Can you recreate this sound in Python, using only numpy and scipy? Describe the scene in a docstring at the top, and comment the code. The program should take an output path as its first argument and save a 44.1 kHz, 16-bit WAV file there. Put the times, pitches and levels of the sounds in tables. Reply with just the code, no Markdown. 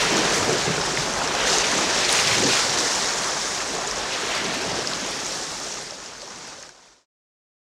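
"""A pebble beach on a lake: small waves break around boulders and run up and down the shore.
Each wave traps air that rings as gulps and gurgles, throws a fizzing spray and drags pebbles
that click together. About a second later it drains back through the stones.
A faint low rumble lies underneath, and the sound fades out at the end."""
import sys
import numpy as np
from scipy import signal
from scipy.fft import rfft, irfft, next_fast_len
from scipy.io import wavfile
from scipy.ndimage import uniform_filter1d, map_coordinates

SR = 44100
rng = np.random.default_rng(int(sys.argv[2]) if len(sys.argv) > 2 else 0)


def write(x):
    x = np.atleast_2d(x).T
    wavfile.write(sys.argv[1], SR, np.round(np.clip(x, -1, 1) * 32767).astype(np.int16))


N = 343583

# breaking waves: (time [s], length [s], slosh [dB], wash [dB], spray [dB], shingle [dB], backwash [dB])
WAVES = [(-.11, 0.25, -29, -26, -26, -28, -34.5), (1.415, 0.54, -36, -28.5, -27.5, -28, -33.5),
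         (2.147, 0.2, -39, -31.5, -28.7, -27, -31.5), (4.15, 0.3, -36.5, -35, -31.5, -43, -32)]


def amp(db):
    """Decibels to gain."""
    return 10 ** (np.asarray(db) / 20)


def unit(x):
    """Scale to rms 1."""
    return x / np.sqrt(np.mean(x ** 2) + 1e-20)


def curve(points):
    """(time [s], value) points, interpolated per sample."""
    return np.interp(np.arange(N) / SR, *np.transpose(points))


def wobble(rate_hz):
    """Smooth random curve, rate_hz knots per second."""
    knots = rng.standard_normal(int(N * rate_hz / SR) + 4)
    return map_coordinates(knots, [np.arange(N) * rate_hz / SR], order=2)


def filtered(x, response):
    """Zero-phase filter with gain response(hz)."""
    size = next_fast_len(N + 8192)
    return irfft(rfft(x, size) * response(np.fft.rfftfreq(size, 1 / SR)), size)[:N]


def coloured(x, tone):
    """Shape x by (frequency [Hz], level [dB]) points on a log axis; rms 1."""
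    points_hz, db = np.transpose(tone)
    return unit(filtered(x, lambda hz: amp(np.interp(np.log(hz + 1), np.log(points_hz), db))))


def add(track, start_s, sound):
    """Mix a sound in, cut at both ends of the track."""
    start = round(start_s * SR)
    sound = sound[max(-start, 0):]
    part = track[max(start, 0):][:len(sound)]
    part += sound[:len(part)]


def bubble(t, hz, cycles, rise):
    """Ringing air pocket: decays by 1/e in `cycles`; pitch climbs as it nears the surface."""
    age = t * hz / cycles
    phase = 2 * np.pi * cycles * (age + rise * (age - 1 + np.exp(-age)))
    return np.sin(phase) * np.exp(-age) * (1 - np.exp(-2 * t * hz))


def swarm(count, low_hz, high_hz, cycles, rise, spread_db):
    """Ringing grains at random times, most weak, a few strong; rms 1."""
    when, pitch, size, life, side = rng.random((5, count), dtype=np.float32)
    hz = low_hz * (high_hz / low_hz) ** pitch
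    ring_cycles = cycles * (.5 + life)
    strength = np.sign(side - .5) * amp(-spread_db * np.log(1 - .99 * size)) * hz / high_hz
    length = (np.pi * ring_cycles / hz * SR).astype(int)
    grain = np.repeat(np.arange(count), length)
    step = np.arange(len(grain)) - (np.cumsum(length) - length)[grain]  # sample index within grain
    sound = strength[grain] * bubble(step.astype(np.float32) / SR, hz[grain], ring_cycles[grain], rise)
    return unit(np.bincount((when * N).astype(int)[grain] + step, sound, N)[:N])


def patchy(x, depth_db):
    """Clouds of like-sized bubbles come and go, so the colour drifts; rms 1."""
    spectra = signal.stft(x, nperseg=512)[2]
    clouds = uniform_filter1d(rng.standard_normal(spectra.shape), size=7, axis=0)
    clouds = unit(uniform_filter1d(clouds, size=18, axis=1))
    return unit(signal.istft(spectra * amp(depth_db * clouds), nperseg=512)[1][:N])


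def layer(grains, tone, blur_db, patchy_db):
    """Near grains over the blur of countless far ones, in one colour; rms 1."""
    blur = patchy(coloured(rng.standard_normal(N), tone), patchy_db)
    return unit(coloured(grains, tone) + amp(blur_db) * blur)


def envelope(start_s, length_s, rise_s, fall_db_per_s):
    """Power that rises until start_s, holds, then decays."""
    t = np.arange(N) / SR - start_s
    return (np.clip(t / rise_s + 1, 0, 1) * amp(-fall_db_per_s * np.maximum(t - length_s, 0))) ** 2


def swell(column, lag_s, rise_s, fall_db_per_s, calm_db):
    """Power of one layer: each wave at its level in that column, over the calm between waves."""
    return amp(calm_db) ** 2 + sum(
        amp(wave[column]) ** 2 * envelope(wave[0] + lag_s, wave[1], rise_s, fall_db_per_s)
        for wave in WAVES)


def rumble():
    """Faint, deep outdoor background."""
    # slow drift: (time [s], relative level [dB])
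    drift = [(1.7, -48), (2.7, -54.5), (4.1, -51), (5.2, -55), (6.2, -53.5)]
    # spectrum: (frequency [Hz], relative level [dB])
    tone = [(12, -45.5), (26, -20.5), (38, -4), (50, 0), (62, -11), (90, -8), (200, -37), (800, -82)]
    return amp(curve(drift) + 1) * coloured(rng.standard_normal(N), tone)


def pebbles(ring_t60_s=.006, crack_db=-10, crack_t60_s=.013, bounce_s=.004, bounce_db=-13):
    """Stone on stone: short ring, crack and one weaker rebound, dulled by the water film."""
    # close knocks: (time [s], pitch [Hz], level before the band-pass [dB])
    knocks = [(.344, 5900, -12), (.53, 5830, -11.5), (.814, 5100, -11.5), (1.275, 5360, -12.5),
              (1.5845, 6600, -4), (2.0926, 3730, -6), (2.274, 5240, -6.5), (2.787, 5870, -12),
              (2.804, 7740, -10), (3.875, 6900, -11.5), (3.912, 5700, -11), (4.8734, 5100, -8.5),
              (4.935, 4100, -14), (5.265, 6700, -15), (5.908, 5500, -11), (6.061, 5190, -16),
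              (6.219, 4820, -15), (6.627, 6460, -11.5), (6.692, 5750, -12)]
    track, t = np.zeros(N), np.arange(SR // 30) / SR
    for s, hz, db in knocks:
        ring = np.sin(2 * np.pi * hz * t) * amp(-60 * t / ring_t60_s)
        blow, rebound = ring + rng.standard_normal((2, len(t))) * amp(crack_db - 60 * t / crack_t60_s)
        add(track, s, amp(db) * blow)
        add(track, s + bounce_s * (.5 + rng.random()), amp(db + bounce_db) * rebound)
    return signal.sosfilt(signal.butter(3, [2800, 8000], "bandpass", fs=SR, output="sos"), track)


def drops(splash_db=-9, splash_t60_s=.035, gain_db=-4):
    """A drop slaps the surface and traps a small bubble."""
    # drops falling back: (time [s], pitch [Hz], relative level [dB])
    impacts = [(.973, 1970, -10), (1.216, 1330, -12), (1.471, 1690, -9), (2.19, 2130, -11.5),
               (3.286, 1320, -17), (3.603, 1730, -18), (6.48, 1410, -22), (6.633, 1630, -17),
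               (6.692, 1500, -17)]
    track, t = np.zeros(N), np.arange(SR // 12) / SR
    band = signal.butter(3, [1200, 3300], "bandpass", fs=SR, output="sos")
    for s, hz, db in impacts:
        noise = unit(signal.sosfilt(band, rng.standard_normal(len(t))))
        splash = noise * amp(splash_db - 60 * t / splash_t60_s)
        add(track, s, amp(db + gain_db) * (bubble(t, hz, cycles=5, rise=.1) + splash))
    return track


def gulps(gain_db=-7.5):
    """Each air pocket rings once as the water closes over it."""
    # large air pockets: (time [s], pitch [Hz], relative level [dB])
    pockets = [(.146, 191, -12), (.159, 310, -15), (.404, 99, -20), (0.486, 147, -13.5), (.492, 423, -3),
               (0.676, 136, -13), (.678, 406, -5.5), (0.777, 162, -17), (.778, 423, -9), (.984, 147, -14),
               (1.573, 403, -12), (2.052, 350, -13), (3.748, 430, -13.5), (3.976, 507, -17),
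               (4.232, 408, -15), (4.434, 398, -14), (4.647, 428, -11), (4.787, 413, -10),
               (5.024, 250, -19), (5.315, 520, -15), (5.922, 580, -12), (6.228, 560, -17),
               (6.585, 550, -14.5)]
    track, t = np.zeros(N), np.arange(SR // 5) / SR
    for s, hz, db in pockets:
        add(track, s, amp(db + gain_db) * bubble(t, hz, cycles=3.17, rise=.048))
    return track


def plunges(width_octaves=.6):
    """Water folds over a cloud of air that pulsates as one: a hollow boom that swells and sinks."""
    # bubble clouds: (centre time [s], pitch [Hz], half length [s], level [dB])
    clouds = [(.185, 290, 0.057, -25.5), (0.252, 750, 0.061, -33), (0.498, 440, 0.038, -28),
              (.705, 174, 0.062, -32.5), (1.218, 840, .02, -28), (1.519, 446, 0.12, -32),
              (1.798, 288, 0.072, -30.5), (2.3, 119, 0.057, -37), (2.431, 145, 0.063, -32),
              (2.452, 315, 0.039, -22.5), (2.549, 1300, .06, -29.5), (2.68, 138, 0.071, -43),
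              (2.815, 390, 0.042, -30.5), (3.03, 1290, 0.16, -36), (3.272, 1200, .028, -30.5),
              (3.77, 480, 0.056, -34), (4.362, 1040, 0.03, -32), (4.46, 226, 0.052, -34.5),
              (4.71, 150, 0.053, -36.5), (4.721, 583, .077, -32.5), (6.358, 189, 0.085, -45)]
    track, t = np.zeros(N), np.arange(SR // 2) / SR - .25
    bins_hz = np.fft.rfftfreq(len(t), 1 / SR)
    for s, hz, half_s, db in clouds:
        resonance = np.exp(-(np.log2((bins_hz + 1) / hz) / width_octaves) ** 2 / 2)
        boom = unit(irfft(rfft(rng.standard_normal(len(t))) * resonance, len(t)))
        add(track, s + t[0], amp(db) * boom * np.exp(-(t / half_s) ** 2 / 2))
    return track


def water():
    """Big bubbles slosh under the wave; smaller ones gurgle in the wash."""
    # spectra: (frequency [Hz], relative level [dB])
    slosh_tone = [(30, -52.5), (65, -18), (100, -7.5), (150, -1), (210, -1), (290, -1), (400, 2.3),
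                  (520, -3), (750, -7.5), (1600, -49.5)]
    wash_tone = [(150, -51.5), (380, -3.5), (580, 0), (900, 0.5), (1400, -2), (1800, -3.5), (2150, -13.5),
                 (2700, -23.5), (5000, -46)]
    slosh_gain = np.sqrt(swell(column=2, lag_s=.3, rise_s=.9, fall_db_per_s=6.5, calm_db=-41.5))
    wash_gain = np.sqrt(swell(column=3, lag_s=-.04, rise_s=.43, fall_db_per_s=5, calm_db=-36))
    big = swarm(count=1800, low_hz=100.1, high_hz=639, cycles=3.2, rise=.12, spread_db=2.5)
    small = swarm(count=4500, low_hz=448, high_hz=2435, cycles=5, rise=.15, spread_db=1.5)
    slosh = layer(big, slosh_tone, blur_db=2, patchy_db=-.26)
    wash = layer(small, wash_tone, blur_db=1.5, patchy_db=.36)
    return slosh_gain * amp(-.54) * slosh + wash_gain * amp(-.28 + .7 * wobble(rate_hz=28)) * wash


def backwash(lag_s=1, half_s=.38):
    """Power of the stones dragged down the slope as each wave drains."""
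    t = np.arange(N) / SR
    return sum(amp(db) ** 2 * np.exp(-((t - s - length_s - lag_s) / half_s) ** 2)
               for s, length_s, *_, db in WAVES)


def surf_gains():
    """Gains of spray, shingle and mist: slow wave swell plus short splashes."""
    # crests slapping stone or water: (time [s], length [s], spray [dB], shingle [dB], mist [dB])
    slaps = [(0, .03, -28.5, -35, -41.5), (.34, .04, -39, -37, -41), (0.98, 0.032, -32, -37.5, -48.5),
             (1.472, 0.11, -39.5, -25, -45.5), (2.09, .11, -34.5, -30, -37.5),
             (2.155, .031, -24.5, -26, -41.5), (2.28, 0.094, -28.5, -33, -40.5),
             (2.488, 0.093, -25.5, -26, -38), (2.783, 0.2, -38, -30, -44.5),
             (4.12, 0.026, -31.5, -47, -55.5), (4.304, 0.089, -30, -40, -51)]
    spray = swell(column=4, lag_s=.02, rise_s=.32, fall_db_per_s=8.5, calm_db=-39)
    run_up = swell(column=5, lag_s=.29, rise_s=.44, fall_db_per_s=15, calm_db=-33.5)
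    draining = backwash()
    # finest droplets: from spray, run-up and foam bursting in the backwash
    mist = amp(-20.5) ** 2 * spray + amp(-22) ** 2 * run_up + amp(-17) ** 2 * draining
    splashes = sum(np.outer(amp(db) ** 2, envelope(s, length_s, rise_s=.015, fall_db_per_s=150))
                   for s, length_s, *db in slaps)
    return np.sqrt(np.array([spray, run_up + draining, mist]) + splashes)


def surf():
    """Crests burst into spray and mist and the swash rolls the shingle, in shared quick spurts."""
    # spectra: (frequency [Hz], relative level [dB])
    spray_tone = [(500, -41.5), (1400, -5), (2000, 0.5), (2900, -0.5), (4000, -2.5), (5000, -4),
                  (8000, -15.5), (15000, -49.5)]
    shingle_tone = [(1500, -43.5), (3400, -6.5), (4500, -4.5), (5500, -0.5), (6700, -2.5), (7700, -8),
                    (9000, -16), (11000, -28.5), (15000, -54)]
    mist_tone = [(4000, -37.5), (7500, -1), (9300, -1), (10500, -6), (12000, -12.5), (14000, -18),
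                 (16000, -23)]
    spray_gain, shingle_gain, mist_gain = surf_gains()
    force = (spray_gain / spray_gain.max()) ** .29  # a crest spurts harder than the backwash
    spurt = force * wobble(rate_hz=60)
    fizz = swarm(count=8000, low_hz=1582, high_hz=4880, cycles=4, rise=.1, spread_db=3)
    clicks = swarm(count=6000, low_hz=3970, high_hz=8950, cycles=4.8, rise=0, spread_db=3.5)
    droplets = swarm(count=3500, low_hz=7000, high_hz=12900, cycles=2.2, rise=0, spread_db=5)
    spray = layer(fizz, spray_tone, blur_db=4.5, patchy_db=1.3)
    shingle = layer(clicks, shingle_tone, blur_db=3.5, patchy_db=.84)
    mist = layer(droplets, mist_tone, blur_db=3, patchy_db=1)
    return (spray_gain * amp(.2 + .83 * spurt) * spray
            + shingle_gain * amp(-.09 + .93 * spurt + .52 * wobble(rate_hz=14)) * shingle
            + mist_gain * amp(.85 + 1.3 * spurt) * mist)


def scene():
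    """The shoreline from one point on the beach, mono."""
    return (water() + surf() + plunges() + gulps() + drops() + pebbles() + rumble())[None]


def record(dry):
    """Fade to silence, then brick-wall low-pass."""
    # fade-out: (time [s], gain [dB])
    fade = [(4.9, 0), (5.79, -3.5), (5.96, -8), (6.5, -8.4), (6.67, -12.5), (6.74, -20), (6.88, -20.4),
            (7.0, -29.5)]
    silent_s, closing_s, top_hz = 7.06, .07, 15850
    fader = amp(curve(fade)) * np.clip((silent_s - np.arange(N) / SR) / closing_s, 0, 1)
    return filtered(dry[0] * fader, lambda hz: hz < top_hz)[None]


dry = scene()
out = record(dry)
write(out)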